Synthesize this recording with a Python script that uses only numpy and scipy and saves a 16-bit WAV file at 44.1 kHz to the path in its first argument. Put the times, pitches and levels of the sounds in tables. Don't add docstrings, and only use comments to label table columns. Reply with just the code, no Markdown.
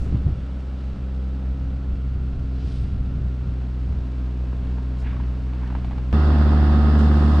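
import sys
import numpy as np
from scipy import signal
from scipy.fft import rfft, irfft
from scipy.io import wavfile
from scipy.ndimage import uniform_filter1d

SR = 44100
rng = np.random.default_rng(int(sys.argv[2]) if len(sys.argv) > 2 else 0)


def dump_mix(stems):
    frames = np.atleast_2d(stems).T
    limited = np.clip(frames, -1, 1)
    pcm = np.round(limited * 32767).astype(np.int16)
    wavfile.write(sys.argv[1], SR, pcm)


N = 326340
T = np.arange(N) / SR
FREQ = np.maximum(np.fft.rfftfreq(N, 1 / SR), 1)

MOVE_S, CHANGE_S = 6.1285, .00012
TOP_HZ = 14900

# firing_multiple, before_turn_db, midway_db, after_turn_db
FAR_TONES = [(1, 1, .7, 1), (2, -12, -9, -8.7), (3, -13, -17, -17), (4, -26.5, -30, -21),
             (4.25, -19, -19, -19.5), (5, -33, -38, -29), (6, -35, -26, -33), (7, -32, -35, -30.5),
             (8, -28, -42, -48), (9, -30, -47, -36.5), (11, -37, -41, -36), (12, -43, -40, -45),
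             (13, -38, -50, -44), (15, -42, -50, -36), (17, -52, -47, -36.5), (20, -36, -47, -47),
             (21, -37, -39, -43), (22, -48, -41, -47), (23, -43, -50, -50), (24, -54, -45, -50),
             (26, -52, -52, -43)]
# firing_multiple, level_db
NEAR_TONES = [(1, 2), (1.75, -30), (2, -10.5), (2.5, -28), (2.75, -27), (3, -11), (3.25, -25), (3.5, -30),
              (3.75, -27), (4, -18.5), (4.25, -21), (4.75, -24.5), (5, -26), (5.5, -29), (6, -32), (7, -33),
              (9, -28.5), (10, -27), (14.25, -32), (17, -30), (18.75, -41)]
# time_s, firing_rate_hz
FAR_SPEED = [(0, 64.6), (1.5, 64.55), (1.9, 64.15), (2.7, 62.9), (3.3, 62.8), (3.7, 62.15), (4.2, 62.15),
             (6, 62.35)]
NEAR_FIRING_HZ = 73.93
# time_s, turn_share (0-1)
TURN = [(1.5, 0.1), (2.4, 0.6), (3.1, .5), (4.0, 0.91)]
# time_s, level_db
FAR_EXHAUST = [(0.25, -27), (0.7, -29.5), (1.15, -26.5), (2.1, -25), (3.3, -25.5), (4.1, -26.5), (4.8, -25),
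               (6.1, -25)]
# time_s, level_db
FAR_CLATTER = [(0.0, -53), (0.85, -54.5), (1.9, -55.5), (3.8, -54.5), (4.7, -53.5), (6.1, -53.5)]
FAR_HISS_DB, PANEL_DB = -8, -4
NEAR_EXHAUST_DB, NEAR_CLATTER_DB, NEAR_HISS_DB = -16.5, -35, -48.5

# freq_hz, density_db
FAR_BLOCK_SPECTRUM = [(90, -24), (150, 15.5), (250, 13.5), (340, 7.5), (480, 2), (700, -1.5), (950, -7),
                      (1350, -6), (1800, -12), (2300, -17), (3500, -55.5), (12000, -76)]
NEAR_BLOCK_SPECTRUM = [(60, 12), (105, 13), (165, 10.5), (195, 17), (222, 23), (275, 12.5), (400, 7),
                       (560, 1), (800, 0), (1100, -1.5), (1350, -3), (1800, -7.5), (2200, -18.5),
                       (3500, -50.5), (12000, -75)]
# freq_hz, density_db
FAR_HISS_SPECTRUM = [(1200, -17.5), (2000, -1), (2300, 1), (2700, 4.5), (3100, 1), (4300, -2), (5300, -7),
                     (6900, -14), (8500, -16), (9500, -23), (11500, -31), (14000, -56.5)]
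NEAR_HISS_SPECTRUM = [(1500, -11), (2250, -6), (2700, 8), (3050, 1.5), (3500, 5.5), (4000, 1), (4900, 1.5),
                      (6000, -13), (7500, -15), (8800, -19.5), (9700, -28), (10400, -20), (11200, -23.5),
                      (14000, -31)]
# freq_hz, density_db
PANEL_SPECTRUM = [(250, -25), (430, -1), (560, 0.5), (720, -5), (900, -23.5), (1150, -13.5), (1330, -5.5),
                  (1550, -13.5), (2200, -48.5)]
# freq_hz, density_db
COMBUSTION_SPECTRUM = [(200, -25), (450, -2), (750, 1.5), (1300, 1), (1800, -12), (2300, -25), (3500, -29),
                       (7000, -56.5)]
COMBUSTION_DB, COMBUSTION_DECAY_S, COMBUSTION_SCATTER_DB = -40, .0032, 1.3
CYLINDER_STRENGTHS = [-2, -4, 1, -.5]
# time_s, level_db
VALVE_LEVEL = [(6.96, -93.5), (6.99, -50), (7.08, -60), (7.3, -55.5)]
# freq_hz, density_db
VALVE_SPECTRUM = [(1500, -30.5), (3000, 5), (5500, -5.5), (7000, -9), (9000, -11.5), (10000, -23.5),
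                  (14000, -42.5)]

# start_s, boom_peak_db, contact_s, creak_db (relative to the boom)
DECK_BUMPS = [(0.01, -18, 0.015, -21), (0.062, -19, 0.0027, -13), (.122, -18.5, 0.016, -8),
              (0.143, -15, 0.0024, -12), (.263, -10, 0.0028, -21.5), (.276, -12.5, 0.003, -19),
              (0.323, -16, 0.0095, -29.5)]
# pitch_hz, level_db, t60_s
DECK_MODES = [(59.6, -13, 0.2), (112, 15, 0.15), (137, 3.5, 0.15), (189, -20, 0.071), (255, -22, 0.027),
              (384.4, 1.5, 0.11), (520, -16.5, 0.042)]
# freq_hz, density_db
CREAK_SPECTRUM = [(80, -21), (150, 4.5), (300, -1), (480, -13.5), (750, -20.5), (1500, -31.5),
                  (4000, -44.5), (14000, -87.5)]
# start_s, ring_peak_db, snap_db (relative to the ring), pitch_ratio
TIMBER_KNOCKS = [(1.426, -42, -3, .8), (1.85, -46.5, -8, .9), (4.529, -39, -8.5, 1), (4.67, -38, 2, .8),
                 (4.783, -33.5, -10, .98), (5.061, -35.5, -7, 1.05), (5.131, -35, -2, 1.2),
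                 (5.166, -37.5, -8.5, 1.2), (5.2, -32.5, -19, 1), (5.237, -39, -3, 1.1),
                 (5.418, -47, -13.5, 0.9), (5.534, -35.5, -5, .95), (5.632, -36, -8, 1),
                 (5.676, -36.5, -7.5, 1), (5.702, -32.5, -8.5, 1.05), (5.708, -37, -6, 0.9),
                 (5.725, -33, -14.5, 0.92), (5.751, -25.5, -15.5, 1), (5.762, -37, -2, 1.1),
                 (5.846, -32, -2.5, .8), (5.91, -32.5, -5.5, .9), (5.917, -34.5, -7.5, 1.2),
                 (5.932, -38.5, -2.5, 1), (5.982, -30, -2.5, 0.87)]
# pitch_hz, level_db, t60_s
TIMBER_MODES = [(647, -1, 0.029), (810, 1.5, 0.024), (927, 12, .02), (1100, 4.5, 0.016),
                (1270, -2.5, 0.022), (1630, -2.5, 0.022), (2320, -8, 0.02), (2750, -7, .018)]
KNOCK_ATTACK_S, SNAP_DECAY_S = .0008, .0025
FRAME_DB, FRAME_DECAY_S = -24.5, 0.021
# centre_s, half_length_s, level_db, centre_hz, width_octaves
RUBS = [(0.025, 0.053, -63, 5950, 0.51), (0.824, 0.044, -61, 2990, 0.58), (2.719, 0.12, -56, 3010, 0.65),
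        (2.726, 0.11, -62.5, 4680, 0.15), (2.756, 0.085, -70.5, 8400, 0.2), (5.005, 0.017, -61.5, 4840, .6),
        (5.09, 0.042, -48.5, 1700, 0.63), (5.085, 0.035, -55, 2400, 0.2), (5.195, 0.07, -53, 1200, 0.76),
        (5.65, 0.099, -50, 1140, 0.75), (5.941, 0.091, -57, 1220, 0.94)]

# freq_hz, density_db
RUMBLE_SPECTRUM = [(12, -4), (25, 6.5), (40, 18), (65, 23), (100, 8), (150, -3), (220, -2), (320, -16),
                   (600, -62.5), (3000, -100)]
RUMBLE_FAR_DB, RUMBLE_NEAR_DB = -50.5, -49.5
FLUTTER_DB, FLUTTER_PER_S = 1.5, 12
# crest_s, half_length_s, level_db
RUMBLE_SWELLS = [(0.125, 0.19, -33), (0.95, .05, -41), (1.68, 0.067, -39.5), (1.93, 0.036, -36),
                 (2.12, 0.11, -40.5), (2.375, 0.07, -37.5), (2.635, 0.06, -37), (2.915, 0.14, -35),
                 (3.18, 0.08, -37.5), (3.475, .04, -37.5), (3.922, 0.075, -37), (4.66, 0.09, -41.5),
                 (5.14, 0.1, -41), (5.87, 0.11, -39)]
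# freq_hz, density_db
SWELL_SPECTRUM = [(12, 8.5), (25, 6), (40, 7.5), (65, 9), (100, 6.5), (150, 2), (220, -5), (320, -18.5),
                  (600, -43), (3000, -100)]

# freq_hz, side_minus_mid_db
STEREO_WIDTH = [(60, -32), (270, -23), (800, -15), (1250, -7), (2000, -.5), (5600, -1)]
# time_s, width_db
STEREO_OPENING = [(.3, -23), (.6, -42), (4.6, -42), (5.05, -17), (6.125, -7), (6.13, 0)]
# freq_hz, density_db
BREEZE_SPECTRUM = [(15, 1), (35, 7), (80, 4.5), (160, -11), (300, -31), (700, -42), (2000, -66)]
BREEZE_DB = -38


def engine_far():
    exhaust_db, clatter_db = curves(FAR_EXHAUST)[0], curves(FAR_CLATTER)[0]
    firings = np.cumsum(curves(FAR_SPEED)[0]) / SR
    turn = curves(TURN)[0]
    drone = 0
    for multiple, *stages_db in FAR_TONES:
        tone_db = np.interp(turn, [0, .5, 1], stages_db)
        drone = drone + tone(firings, multiple, tone_db, waver_db=.45, wander=.04)
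    block_noise = clatter(firings, repeat=0.095, depth=1.0, decay=0.57, scatter_db=2.5)
    block = colour(block_noise, FAR_BLOCK_SPECTRUM, (700, 1800))
    hiss_noise = clatter(firings, repeat=0.03, depth=0.69, decay=0.36, scatter_db=3)
    hiss = colour(hiss_noise, FAR_HISS_SPECTRUM, (3000, 6000)) * undb(FAR_HISS_DB)
    panel_noise = clatter(firings, repeat=0.32, depth=.6, decay=.5, scatter_db=-2.0)
    panels = colour(panel_noise, PANEL_SPECTRUM) * undb(PANEL_DB) * (1 - turn)
    return drone * undb(exhaust_db) + (block + panels + hiss) * undb(clatter_db)


def engine_near():
    firings = NEAR_FIRING_HZ * T
    drone = sum(tone(firings, multiple, db, waver_db=.5, wander=0.1) for multiple, db in NEAR_TONES)
    block_noise = clatter(firings, repeat=0.39, depth=0.2, decay=0.26, scatter_db=-1)
    block = colour(block_noise, NEAR_BLOCK_SPECTRUM, (500, 2000)) * undb(NEAR_CLATTER_DB)
    ticking = clatter(firings, repeat=.2, depth=.5, decay=.3, scatter_db=2)
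    hiss = colour(ticking, NEAR_HISS_SPECTRUM, (2500, 6000)) * undb(NEAR_HISS_DB)
    oil = colour(rng.standard_normal(N), VALVE_SPECTRUM) * undb(curves(VALVE_LEVEL)[0])
    return drone * undb(NEAR_EXHAUST_DB) + block + combustion(firings) + hiss + oil


def tone(firings, multiple, db, waver_db, wander):
    loose = min(np.log2(multiple) + 0.19, 2)
    order = np.round(multiple * 4) / 4
    offset = 0 if order in (1, 2, 3, 4) else rng.random()
    phase = 2 * np.pi * (order * firings + offset)
    level = np.sqrt(2) * undb(db + waver_db * loose * walk(5))
    return level * np.sin(phase + wander * loose * walk(8.3))


def clatter(firings, repeat, depth, decay, scatter_db):
    size = 2800
    bins = np.arange(size // 2 + 1)
    partials = np.exp(2j * np.pi * rng.random(len(bins))) * (bins > 28)
    cycle = np.interp(firings / 4 % 1 * size, np.arange(size), irfft(partials))
    stroke = firings.astype(int)
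    cylinder_db = np.array([-7.5, -13.5, -4.5, -7.0])[stroke % 4]
    strength_db = cylinder_db + scatter_db * rng.standard_normal(stroke[-1] + 1)[stroke]
    blow = 1 + depth * undb(strength_db) * np.exp(-(firings % 1) / decay)
    repeat = np.clip(repeat, 0, 1)
    return blow * (np.sqrt(repeat) * unit(cycle) + np.sqrt(1 - repeat) * rng.standard_normal(N))


def combustion(firings):
    stroke = firings.astype(int)
    scatter_db = COMBUSTION_SCATTER_DB * rng.standard_normal(stroke[-1] + 1)[stroke]
    strength_db = np.array(CYLINDER_STRENGTHS)[stroke % 4] + scatter_db
    since_firing_s = (firings % 1) / NEAR_FIRING_HZ
    bursts = undb(strength_db) * np.exp(-since_firing_s / COMBUSTION_DECAY_S)
    return colour(bursts * rng.standard_normal(N), COMBUSTION_SPECTRUM) * undb(COMBUSTION_DB)


def bumps():
    out, t = np.zeros(N), np.arange(SR // 3) / SR
    for start_s, db, contact_s, creak_db in DECK_BUMPS:
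        push = np.sin(np.pi * np.minimum(t / contact_s, 1))
        boom = signal.fftconvolve(ring(DECK_MODES, t), push)[:len(t)]
        creak = colour(rng.standard_normal(N), CREAK_SPECTRUM)[:len(t)]
        creak = creak * np.exp(-t / 0.024) * (1 - np.exp(-t / 0.00088))
        add(out, start_s, undb(db) * (boom / np.abs(boom).max() + undb(creak_db) * creak))
    return out


def knocks():
    out, t = np.zeros(N), np.arange(SR // 8) / SR
    snap_band = signal.butter(3, [700, 3400], "band", fs=SR, output="sos")
    for start_s, db, snap_db, pitch_ratio in TIMBER_KNOCKS:
        wood = ring(TIMBER_MODES, t * pitch_ratio) * (1 - np.exp(-t / KNOCK_ATTACK_S))
        contact = undb(snap_db) * np.exp(-t / SNAP_DECAY_S)
        reflections = undb(FRAME_DB) * np.exp(-t / FRAME_DECAY_S)
        snap = signal.sosfilt(snap_band, rng.standard_normal(len(t)) * (contact + reflections))
        add(out, start_s, undb(db) * (wood / np.abs(wood).max() + snap))
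    return out


def rustles():
    out = 0
    for centre_s, half_s, db, hz, octaves in RUBS:
        grain_db = 2.2 if hz < 2500 else 1.8
        grains = rng.standard_normal(N) * undb(grain_db * walk(250))
        band = np.exp(-.5 * (np.log2(FREQ / hz) / octaves) ** 2)
        rub = irfft(rfft(grains) * band, N)
        out = out + unit(rub) * undb(db) * swell(centre_s, half_s)
    return out


def rumble():
    bed_db = np.where(T < MOVE_S, RUMBLE_FAR_DB, RUMBLE_NEAR_DB)
    bed = colour(rng.standard_normal(N), RUMBLE_SPECTRUM, (82, 108)) * undb(bed_db)
    power = sum((undb(db) * swell(crest_s, half_s)) ** 2 for crest_s, half_s, db in RUMBLE_SWELLS)
    swells = colour(rng.standard_normal(N), SWELL_SPECTRUM, (82, 108)) * np.sqrt(power)
    return (bed + swells) * undb(FLUTTER_DB * walk(FLUTTER_PER_S))


def ports(x, pan_db):
    t = np.arange(SR // 20) / SR
    scatter = rfft(rng.standard_normal(len(t)) * np.exp(-t / .012), N)
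    shade = np.exp(-np.log2(FREQ / 800) ** 2) * np.tanh(pan_db * np.log(10) / 40)
    side_response = response(STEREO_WIDTH) * scatter / np.abs(scatter) + shade
    side = irfft(rfft(x) * side_response, N)
    side += colour(rng.standard_normal(N), BREEZE_SPECTRUM) * undb(BREEZE_DB + 2.5 * walk(6))
    side *= undb(curves(STEREO_OPENING)[0])
    return np.array([x + side, x - side])


def ring(modes, t):
    out = 0
    for hz, db, t60_s in modes:
        detune = 1 + .02 * rng.standard_normal()
        level = undb(db + 2 * rng.standard_normal())
        out = out + level * np.sin(2 * np.pi * hz * detune * t) * np.exp(-np.log(1000) * t / t60_s)
    return out


def swell(centre_s, half_s):
    return np.exp(-.5 * ((T - centre_s) / half_s) ** 2)


def walk(rate):
    hold = int(SR / rate)
    steps = np.repeat(rng.standard_normal(N // hold + 2), hold)
    smooth = uniform_filter1d(uniform_filter1d(steps, hold), hold)
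    return unit(smooth[hold // 2:N + hold // 2])


def colour(x, points, band=None):
    spectrum = rfft(x) * response(points)
    inside = 1 if band is None else (FREQ > band[0]) & (FREQ < band[1])
    return irfft(spectrum, N) / np.std(irfft(spectrum * inside, N))


def response(points):
    hz, db = np.transpose(points)
    return undb(np.interp(np.log(FREQ), np.log(hz), db))


def curves(table):
    time_s, *columns = np.transpose(table)
    return [np.interp(T, time_s, column) for column in columns]


def add(track, start_s, sound):
    i = max(int(start_s * SR), 0)
    track[i:i + len(sound)] += sound[:N - i]


def undb(db):
    return 10 ** (np.asarray(db) / 20)


def unit(x):
    return x / np.sqrt(np.mean(x ** 2))


def scene():
    near = np.clip((T - MOVE_S) / CHANGE_S, 0, 1)
    inside = engine_far() + bumps() + knocks() + rustles()
    return ports((1 - near) * inside + near * engine_near() + rumble(), pan_db=-4.5)


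def record(dry):
    return signal.sosfilt(signal.ellip(8, .2, 70, TOP_HZ, fs=SR, output="sos"), dry)


dry = scene()
out = record(dry)
dump_mix(out)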